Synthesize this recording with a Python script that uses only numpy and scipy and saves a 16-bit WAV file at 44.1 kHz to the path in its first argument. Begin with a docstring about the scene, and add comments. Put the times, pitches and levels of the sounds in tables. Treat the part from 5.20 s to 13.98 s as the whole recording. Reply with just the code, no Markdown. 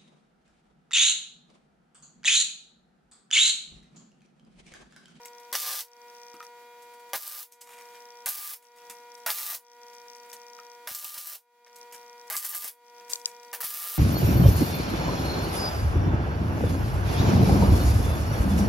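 """A small, crowded shop, where the fan and transformer of a welder hum: seven short MIG tack welds on a steel frame.
Each arc strikes with a sputter, then fries and pops: trains of random shocks, filtered and echoed by the room.
Between welds the gun, helmet and clothes knock and brush (shaped noise), and the frame rings (decaying modes).
The sparks' ultrasound drives the camera's limiter down, so the hum, a sum of wavering sines, swells back
after each weld. The lens motor ticks: a train of impulses excites the modes of the lens."""
import sys
import numpy as np
from scipy import signal
from scipy.fft import rfft, irfft
from scipy.io import wavfile
from scipy.ndimage import uniform_filter1d, map_coordinates

SR = 44100
rng = np.random.default_rng(int(sys.argv[2]) if len(sys.argv) > 2 else 0)


def transcribe(signal):
    """Save signal, clipped to [-1, 1], as a 16-bit WAV file at the path in sys.argv[1]."""
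    frames = np.atleast_2d(signal).T
    limited = np.clip(frames, -1, 1)
    pcm = np.round(limited * 32767).astype(np.int16)
    wavfile.write(sys.argv[1], SR, pcm)


N = 387198
TIME = np.arange(N) / SR
MAINS_HZ = 60.02

# All levels apply before the limiter; those of the shocks and knocks also before the room.
# fan and transformer lines: mains_multiple, level_db (rms)
HUM_LINES = [(4, -85.5), (8, -55), (12, -65), (16, -52.5), (20, -75.5), (24, -64.5), (28, -77.5),
             (32, -66.5), (36, -70.5), (40, -67), (44, -83), (48, -85), (52, -81), (56, -73.5), (64, -77.5),
             (72, -86.5), (76, -76.5), (80, -80.5)]
# rush of air in the shop: frequency_hz, relative_level_db (per Hz)
AIR_SPECTRUM = [(20, -14.5), (60, -12), (120, -11), (220, 1), (420, 1.5), (900, -0.5), (2000, 0),
                (3200, -2), (6500, -3.5), (8500, -7.5), (16000, -5)]
AIR_DB = -58.5
# stereo width of the air: frequency_hz, side_over_mid_db
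AIR_WIDTH = [(30, -3), (110, -3), (200, -6), (600, 1.5), (2000, 2.5), (16000, -0.5)]
# decay of the room's echoes: frequency_hz, t60_s
ROOM_DECAY = [(200, 0.13), (1200, 0.12), (4000, 0.11), (9000, 0.13), (16000, .12)]

# the lens hunts for focus: start_s, end_s, step_level_db (mean, before the channel gains)
FOCUS_HUNTS = [(0, 1.27, -37.5), (2.605, 3.05, -39), (3.452, 4.05, -39), (4.45, 5.56, -36.5),
               (6.447, 7.09, -37), (7.649, 8.32, -37.5)]
# modes of the lens: frequency_hz, relative_level_db, t60_s
LENS_MODES = [(3780, -15.5, 0.019), (4900, -7.5, 0.01), (5630, -0.5, 0.012), (5470, -1, 0.0031),
              (6600, -26, .005), (8800, -19, 0.0025)]
# sharp clicks in the camera body: time_s, peak_db (before the channel gains)
BODY_CLICKS = [(7.9331, -9), (7.956, -22), (8.0568, -8)]
# colour of these clicks: frequency_hz, relative_level_db (per Hz)
CLICK_SPECTRUM = [(300, -45), (2300, -20), (4000, -6), (5200, -3), (6300, -1.5), (7300, -3), (9500, -13),
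                  (16000, -25)]

# gun, cable, helmet and sleeves knock and brush: time_s, thud_db, body_db, swish_db, fade_s
KNOCKS = [(0.054, -75, -47, -40.5, 0.008), (1.14, -48, -50, -57, 0.01), (1.227, -65, -45.5, -51, 0.0056),
          (1.62, -82, -77, -50.5, 0.0074), (2.317, -75, -63, -33, 0.0074), (2.408, -70, -45, -34, 0.011),
          (2.449, -75, -50, -54, 0.15), (2.74, -77, -52, -65, 0.02), (3.417, -77, -52, -48, 0.018),
          (3.577, -67, -56, -72, 0.027), (3.696, -57, -43, -39.5, 0.016), (5.128, -58, -43, -37.5, 0.0071),
          (6.464, -71, -44, -74, 0.0071), (6.556, -77, -59, -47, 0.02), (6.722, -70, -45, -43, 0.017),
          (7.808, -58, -52.5, -72, 0.009), (7.892, -73, -45, -34, 0.036), (8.067, -75, -45, -39.5, 0.0095)]
RISE_SHARE = 0.19  # a brush swells for this share of its fade time
# low colour of a knock: frequency_hz, relative_level_db (per Hz)
THUD_SPECTRUM = [(30, -28), (110, -22), (210, 0), (400, -4), (700, -26), (1300, -1.5), (4000, -37)]
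# middle colour of a knock: frequency_hz, relative_level_db (per Hz)
BODY_SPECTRUM = [(100, -29), (500, -1.5), (1300, 1.5), (2300, 5.5), (4500, -3), (16000, -15.5)]
# high colour of a brush: frequency_hz, relative_level_db (per Hz)
SWISH_SPECTRUM = [(500, -38), (2000, -5.5), (4000, -2), (7500, 3), (10000, 0), (13000, 0.5), (16000, -10)]
# the gun touches the steel frame: time_s, peak_db
FRAME_TOUCHES = [(1.205, -29.5), (1.228, -40), (5.389, -33.5)]
# modes of the frame: frequency_hz, relative_level_db, t60_s
FRAME_MODES = [(1257, -2, 0.075), (1372, 0.5, 0.038), (1850, -12, 0.093), (2395, -13, 0.058),
               (3359, -32, 0.13)]

# welds and false starts: start_s, end_s, ultrasound_db (at the microphone), bite_db (around 4 kHz), crackle_db,
# sputter_db (molten wire), strike_db (change of the sputter as the arc strikes)
ARCS = [(0.326, 0.608, -7, 6, -19, -31.5, 11), (1.932, 2.233, -3, 1, -22.5, -41.5, 22.5),
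        (3.058, 3.341, -5, -0.5, -21.5, -40.5, 17.5), (4.061, 4.353, -6, 0.5, -19.5, -36, 17.5),
        (5.672, 6.16, 3, 1.5, -17, -35, 20), (7.099, 7.489, -4.5, -1.5, -21, -34, 14.5),
        (8.329, 8.35, -18.5, -1, -33.5, -43, 9), (8.404, 8.42, -20.5, -2.5, -29, -43, -5),
        (8.425, 8.796, -6, -2, -20, -36.5, 5)]
# colour of the crackle: frequency_hz, relative_level_db (per Hz)
CRACKLE_SPECTRUM = [(300, -53.5), (1000, -17), (2500, -10), (3500, -7), (4500, -5.5), (5500, -4),
                    (7000, -7.5), (9500, -4), (12500, 0), (15500, 0.5), (17000, -10)]
# colour of the sputter: frequency_hz, relative_level_db (per Hz)
SPUTTER_SPECTRUM = [(60, -39.5), (200, -34.5), (450, -5), (800, 3), (1200, 1), (1650, 4.5), (2200, 0),
                    (3200, -6), (6000, -16), (16000, -61)]
# the welder sings under load: mains_multiple, level_db (relative to the crackle)
LOAD_LINES = [(13, -30.5), (20, -13.5), (28, -24)]
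# loudest bursts of the wire: time_s, level_db
WIRE_BURSTS = [(0.354, -4), (0.4012, 6), (2.0771, 6.5), (3.0605, 10), (3.08, 3), (3.089, 10.5),
               (4.1034, 11), (5.749, 14), (5.7904, 9), (5.845, 12.5), (5.9792, 5), (6.072, 8),
               (6.0975, 5.5), (7.1259, 7.5), (7.155, 9), (7.1665, 11), (7.1743, 9), (7.2488, 6),
               (7.2522, 5), (7.294, 6.5), (7.3492, 7.5), (7.362, 6.5), (7.4446, 6.5), (7.4797, 1),
               (8.4434, 2), (8.4471, 2)]
# colour of a burst: frequency_hz, relative_level_db (per Hz)
POP_SPECTRUM = [(100, -26.5), (600, -9), (2000, -8), (5000, -2), (8000, 4), (13000, 8.5), (17000, -4)]
# the wire stubs on the work and blows clear: time_s, thump_db (peak), crack_db (peak)
WIRE_STUBS = [(0.3528, -32, 6.5), (1.956, -25, -9), (3.08, -38, -6), (4.1034, -30, 3.5), (5.714, -18, -5),
              (5.748, -32, -2), (5.85, -25, -3.5), (5.978, -29.5, -11.5), (7.167, -25.5, -3.5),
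              (7.249, -32, -23), (7.348, -34, -16), (8.443, -27, -17)]
# colour of the crack: frequency_hz, relative_level_db (per Hz)
CRACK_SPECTRUM = [(30, -50), (200, -32.5), (650, -7), (1500, -6), (3000, -2), (5800, 1.5), (7200, -18),
                  (16000, -11.5)]
# the wire judders on the steel before it melts: start_s, end_s, level_db (rms)
WIRE_JUDDERS = [(4.07, 4.109, -26), (5.672, 5.678, -12), (7.131, 7.159, -20.5), (8.333, 8.34, -46)]
# modes that the juddering wire excites: frequency_hz, relative_level_db, t60_s
JUDDER_MODES = [(1195, -1.5, 0.16), (1665, 0, 0.12), (1830, -12, 0.025), (2080, -4, 0.13)]

# the cold wire strikes with a sputter that dies away; the crackle takes a share of it
STRIKE_S, STRIKE_CRACKLE_SHARE = 0.032, 0.34
# first shock of a weld, just after contact: levels relative to its crackle plus its strike
STRIKE_DELAY_S, STRIKE_POP_DB, STRIKE_CRACK_DB, STRIKE_THUMP_DB = .0018, 8.5, -4.5, -34
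# the sputter surges as the wire dips in, the crackle flares as it blows clear, then the long arc goes quiet
SURGE_LEAD_S, SURGE_S, SURGE_DB = 0.0078, 0.01, 5.5
FLARE_S, FLARE_DB = .02, 5.5
LULL_DELAY_S, LULL_S, LULL_SPUTTER_DB, LULL_CRACKLE_DB = 0.038, 0.028, -10.5, -1.5
# the hand is never quite steady
UNREST_PER_S, UNREST_SPUTTER_DB, UNREST_CRACKLE_DB = 27.55, 2.5, 0.6
# snaps of the wire off the pool, and finer sparks: levels relative to the crackle
SHORTS_PER_S, SHORTS_DB, SPARKS_DB = 280, -2, -4


def gain_of(db):
    """Logarithmic level: decibels to amplitude ratio."""
    return 10 ** (np.asarray(db) / 20)


def evened(x):
    """Normalisation of power: scales to rms 1."""
    return x / np.sqrt(np.mean(x ** 2) + 1e-20)


def read(points, hz):
    """Interpolation of a table along a logarithmic frequency axis."""
    f, value = np.transpose(points)
    return np.interp(np.log(hz + 1), np.log(f + 1), value)


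def add(mix, s, sound):
    """Superposition: adds a sound to the mix from time s."""
    part = mix[:, max(round(s * SR), 0):][:, :sound.shape[-1]]
    part += sound[..., :part.shape[1]]


def coloured(x, spectrum, size=2048):
    """Minimum-phase filtering: the Hilbert transform of the log gain gives a causal response, here of energy 1."""
    hz = abs(np.fft.fftfreq(size, 1 / SR))
    log_gain = np.log(gain_of(read(spectrum, hz)))
    response = np.exp(np.conj(signal.hilbert(log_gain)))
    taps = np.fft.ifft(response).real[:size // 2]
    return signal.lfilter(taps / np.linalg.norm(taps), 1, x)


def wander(count, rate):
    """Slow random fluctuation: a spline through normal deviates, rate knots a second."""
    knots = rng.standard_normal(int(count / SR * rate) + 4)
    return map_coordinates(knots, [np.arange(count) * rate / SR], order=3, mode="nearest")


def ring(modes, count=8000):
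    """Modal decay: a struck body sounds as a sum of exponentially dying sines, here of peak 1."""
    t = np.arange(count) / SR
    # division by frequency balances the differentiation below
    motion = sum(gain_of(db - 60 * t / t60) * np.sin(2 * np.pi * hz * t) / hz for hz, db, t60 in modes)
    sound = np.diff(motion, prepend=0)
    return sound / abs(sound).max()


def room(x, wet_db, side_db=-7.0, count=11000):
    """Reverberation: dense echoes off benches and tool chests; close microphones differ mainly in the treble."""
    taps = rng.standard_normal((2, count)) * (rng.random((2, count)) < .15)
    taps[:, :25] = 0  # a short gap before the echoes
    hz, t, z = signal.stft(taps, SR, nperseg=256)
    z = z * gain_of(-60 * t / read(ROOM_DECAY, hz)[:, None])
    z[1] *= gain_of(side_db) * np.minimum(hz / 7000, 1)[:, None]
    mid, side = signal.istft(z, SR, nperseg=256)[1]
    response = gain_of(wet_db) * np.array([mid + side, mid - side]) / np.linalg.norm(mid)
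    response[:, 0] += 1  # direct sound
    return signal.fftconvolve(x[None], response / np.hypot(1, gain_of(wet_db)), axes=1)


def air():
    """Broadband flow noise: the soft rush of the fan and hiss, narrow in the bass, as filtered noise."""
    hz = np.fft.rfftfreq(N, 1 / SR)
    z = rfft(rng.standard_normal((2, N))) * gain_of(read(AIR_SPECTRUM, hz))
    z[1] *= gain_of(read(AIR_WIDTH, hz))
    mid, side = irfft(z, N)
    return gain_of(AIR_DB + wander(N, 18)) * evened(np.array([mid + side, mid - side]))


def hum(waver_db=0.51, drift=0.018):
    """Harmonic radiation of the idling welder: mains multiples; moving air makes the high ones waver more."""
    lines = np.zeros(N)
    for k, db in HUM_LINES:
        level_db = db + waver_db * k / 16 * wander(N, 15)
        phase = 2 * np.pi * (k * MAINS_HZ * TIME + rng.random()) + drift * k / 8 * wander(N, 16)
        lines += gain_of(level_db) * np.sin(phase)
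    return np.sqrt(2) * lines * gain_of([[.3], [-.3]])


def fidgets(per_s=4, level_db=-57, fade=0.013):
    """Friction noise: faint scuffs of boots and cloth at random times as the welder shifts about."""
    t = np.arange(4000) / SR
    scuffs = (rng.random(N) < per_s / SR) * rng.uniform(0.57, 1, N)
    swell = signal.oaconvolve(scuffs, np.exp(-t / fade) * np.minimum(t / 0.0025, 1))[:N]
    grains = swell * rng.standard_normal(N)
    scuffing = coloured(grains, BODY_SPECTRUM) + 1.3 * coloured(grains, SWISH_SPECTRUM)
    return gain_of(level_db) * room(scuffing, wet_db=-6)[:, :N]


def lens(step_share=0.59, rebound_s=0.0012, rebound=0.38):
    """Impulsive excitation: motor steps ring the lens; the body shakes the two microphones in opposition."""
    steps = np.zeros((1, N))
    for start, end, db in FOCUS_HUNTS:
        for s in np.arange(start, end, 1 / 60):  # only step_share of these are heard
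            step = gain_of([db + 3.0 * rng.standard_normal()])
            add(steps, s, step * (rng.random() < step_share))
    steps = steps + rebound * np.roll(steps, round(rebound_s * SR))
    out = signal.oaconvolve(steps, ring(LENS_MODES)[None])[:, :N]
    t = np.arange(900) / SR
    for s, db in BODY_CLICKS:
        rattle = coloured(rng.standard_normal(len(t)) * t * np.exp(-t / 0.0011), CLICK_SPECTRUM)
        add(out, s, gain_of(db) * rattle / abs(rattle).max())
    return out * np.array([[1.2], [-.7]])


def handling():
    """Contact noise: knocks and brushes are grainy puffs in three colours; the gun rings the frame."""
    out, t = np.zeros((2, N)), np.arange(SR // 2) / SR
    for s, thud_db, body_db, swish_db, fade in KNOCKS:
        rise = RISE_SHARE * fade
        swell = np.minimum(t / rise, 1) * np.exp(-np.maximum(t - rise, 0) / fade)
        grains = rng.standard_normal(len(t)) * gain_of(5.9 * wander(len(t), 302.3)) * swell
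        grains = grains * np.linalg.norm(swell) / np.linalg.norm(grains)
        puff = gain_of(thud_db) * coloured(grains, THUD_SPECTRUM)
        puff += gain_of(body_db) * coloured(grains, BODY_SPECTRUM)
        puff += gain_of(swish_db) * coloured(grains, SWISH_SPECTRUM)
        add(out, s, room(puff, wet_db=-1))
    for s, db in FRAME_TOUCHES:
        add(out, s, gain_of(db) * room(ring(FRAME_MODES), wet_db=-12.5))
    return out


def judder(duration_s, db):
    """Stick-slip friction: random slips of the wire excite modes in the steel."""
    slips = rng.standard_normal(round(duration_s * SR))
    rub = evened(signal.fftconvolve(slips, ring(JUDDER_MODES))[:len(slips)])
    return gain_of(db) * room(rub * signal.windows.tukey(len(slips), .3), wet_db=-6.0)


def pop(db):
    """Explosive impulse: a bright shock of bursting wire, with a spray of droplets just after it."""
    t = np.arange(1500) / SR
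    spray = 0.26 * rng.standard_normal(len(t)) * np.exp(-t / 0.00065)
    return gain_of(db) * room(coloured(signal.unit_impulse(len(t)) + spray, POP_SPECTRUM), wet_db=2)


def stub(thump_db, crack_db):
    """Blast wave: the wire blows clear with a crack and a low push of air, positive then negative."""
    t = np.arange(1500) / SR
    u = t / 0.0015
    push = (1 - u) * np.exp(-u)
    crack = coloured(rng.standard_normal(len(t)) * np.exp(-t / 0.0009), CRACK_SPECTRUM)
    crack = crack / abs(crack).max()
    return gain_of(crack_db) * room(crack, wet_db=-8.5) + gain_of(thump_db) * room(push, wet_db=-12)


def sparks(t, per_s, spread_db, ripple):
    """Modulated random process: tiny uneven shocks, bunched on the crests of the rectified mains."""
    chance = per_s / SR * (1 + ripple * np.cos(4 * np.pi * MAINS_HZ * t))
    size = gain_of(spread_db * np.minimum(rng.exponential(1, len(t)), np.e))
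    shocks = size * (rng.random(len(t)) < chance)
    return shocks / np.sqrt(uniform_filter1d(shocks ** 2, size=1800) + 1e-3)


def shorts(count, jitter=.22, spread_db=4):
    """Quasi-periodic excitation: the wire touches the pool and snaps off at a fairly even pace; rms about 1."""
    gaps, sizes = rng.standard_normal((400, 2)).T
    at = (np.cumsum(np.exp(jitter * gaps)) * SR / SHORTS_PER_S).astype(int)
    shocks = np.bincount(at, gain_of(spread_db * np.clip(sizes, -2, 2)), count)[:count]
    return shocks / np.sqrt(uniform_filter1d(shocks ** 2, size=2400) + 1e-6)


def burn(t, crackle_db, sputter_db, strike_db):
    """Level modulation of crackle and sputter: the strike, then surge, flare and lull around each stub."""
    since = t[:, None] - np.transpose(WIRE_STUBS)[0]
    strike = strike_db * np.exp(-((t - t[0]) / STRIKE_S) ** 2)
    surge = np.exp(-((since + SURGE_LEAD_S) / SURGE_S) ** 2).max(1)
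    flare = ((since > 0) * np.exp(-abs(since) / FLARE_S)).max(1)
    lull = np.exp(-((since - LULL_DELAY_S) / LULL_S) ** 2).max(1)
    unrest = wander(len(t), UNREST_PER_S)
    crackle_db = crackle_db + STRIKE_CRACKLE_SHARE * strike + FLARE_DB * flare
    crackle_db = crackle_db + LULL_CRACKLE_DB * lull + UNREST_CRACKLE_DB * unrest
    sputter_db = sputter_db + strike + SURGE_DB * surge
    sputter_db = sputter_db + LULL_SPUTTER_DB * lull + UNREST_SPUTTER_DB * unrest
    return crackle_db, sputter_db


def arc(start, end, ultrasound_db, bite_db, *levels_db):
    """Electric discharge: snapping shorts in bright crackle, duller sputter, a load tone and ultrasound."""
    t = np.arange(start, end, 1 / SR)
    crackle_db, sputter_db = burn(t, *levels_db)
    colour = [(hz, db + bite_db * np.exp(-np.log2(hz / 4200) ** 2)) for hz, db in CRACKLE_SPECTRUM]
    crackle = gain_of(crackle_db + SPARKS_DB) * evened(coloured(sparks(t, 1400, 2.4, 0.44), colour))
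    snaps = gain_of(crackle_db + SHORTS_DB) * coloured(shorts(len(t)), colour)
    sputter = gain_of(sputter_db) * evened(coloured(sparks(t, 1600, 2.5, .4), SPUTTER_SPECTRUM))
    tone = np.zeros(len(t))
    for k, db in LOAD_LINES:
        level_db = db + crackle_db + 2 * wander(len(t), 50)
        tone += gain_of(level_db) * np.sin(2 * np.pi * k * MAINS_HZ * t + .5 * wander(len(t), 70))
    ignition = np.minimum((t - start) / .002, 1)
    sound = room(ignition * (crackle + sputter), wet_db=3.5) + room(ignition * snaps, wet_db=-0.5)
    highpass = signal.ellip(8, 1, 100, 18500, "high", fs=SR, output="sos")
    ultrasound = evened(signal.sosfilt(highpass, rng.standard_normal(len(t))))
    add(sound, 0, tone * signal.windows.tukey(len(t), .12))
    add(sound, 0, gain_of(ultrasound_db) * ultrasound * signal.windows.tukey(len(t), .004))
    return sound


def welding():
    """Superposition of all arcs with the first shock of each, the bursts, stubs and judders of the wire."""
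    out = np.zeros((2, N))
    for start, end, ultrasound_db, bite_db, crackle_db, sputter_db, strike_db in ARCS:
        add(out, start, arc(start, end, ultrasound_db, bite_db, crackle_db, sputter_db, strike_db))
        shock_db = crackle_db + strike_db
        shock = pop(shock_db + STRIKE_POP_DB)
        shock = shock + stub(shock_db + STRIKE_THUMP_DB, shock_db + STRIKE_CRACK_DB)
        add(out, start + STRIKE_DELAY_S, shock)
    for s, db in WIRE_BURSTS:
        add(out, s, pop(db))
    for s, thump_db, crack_db in WIRE_STUBS:
        add(out, s, stub(thump_db, crack_db))
    for start, end, db in WIRE_JUDDERS:
        add(out, start, judder(end - start, db))
    return out


def scene():
    """Superposition of all sources as they reach the camera."""
    return air() + hum() + fidgets() + lens() + handling() + welding()


def record(dry, limit_db=-20, recovery_db_per_s=55):
    """Gain control: a limiter clamps at once and recovers steadily; a low-pass then removes the ultrasound."""
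    power_db = 10 * np.log10(abs(uniform_filter1d((dry ** 2).mean(0), size=180)) + 1e-12)
    fall = TIME * recovery_db_per_s
    held_db = np.maximum.accumulate(power_db + fall) - fall  # peaks held, sinking steadily
    over_db = np.maximum(held_db - limit_db, 0)
    limited = dry / gain_of(uniform_filter1d(over_db, size=40))
    lowpass = signal.firwin(511, 15900, window=("kaiser", 11), fs=SR)
    return signal.oaconvolve(limited, lowpass[None], "same")


dry = scene()
out = record(dry)
transcribe(out)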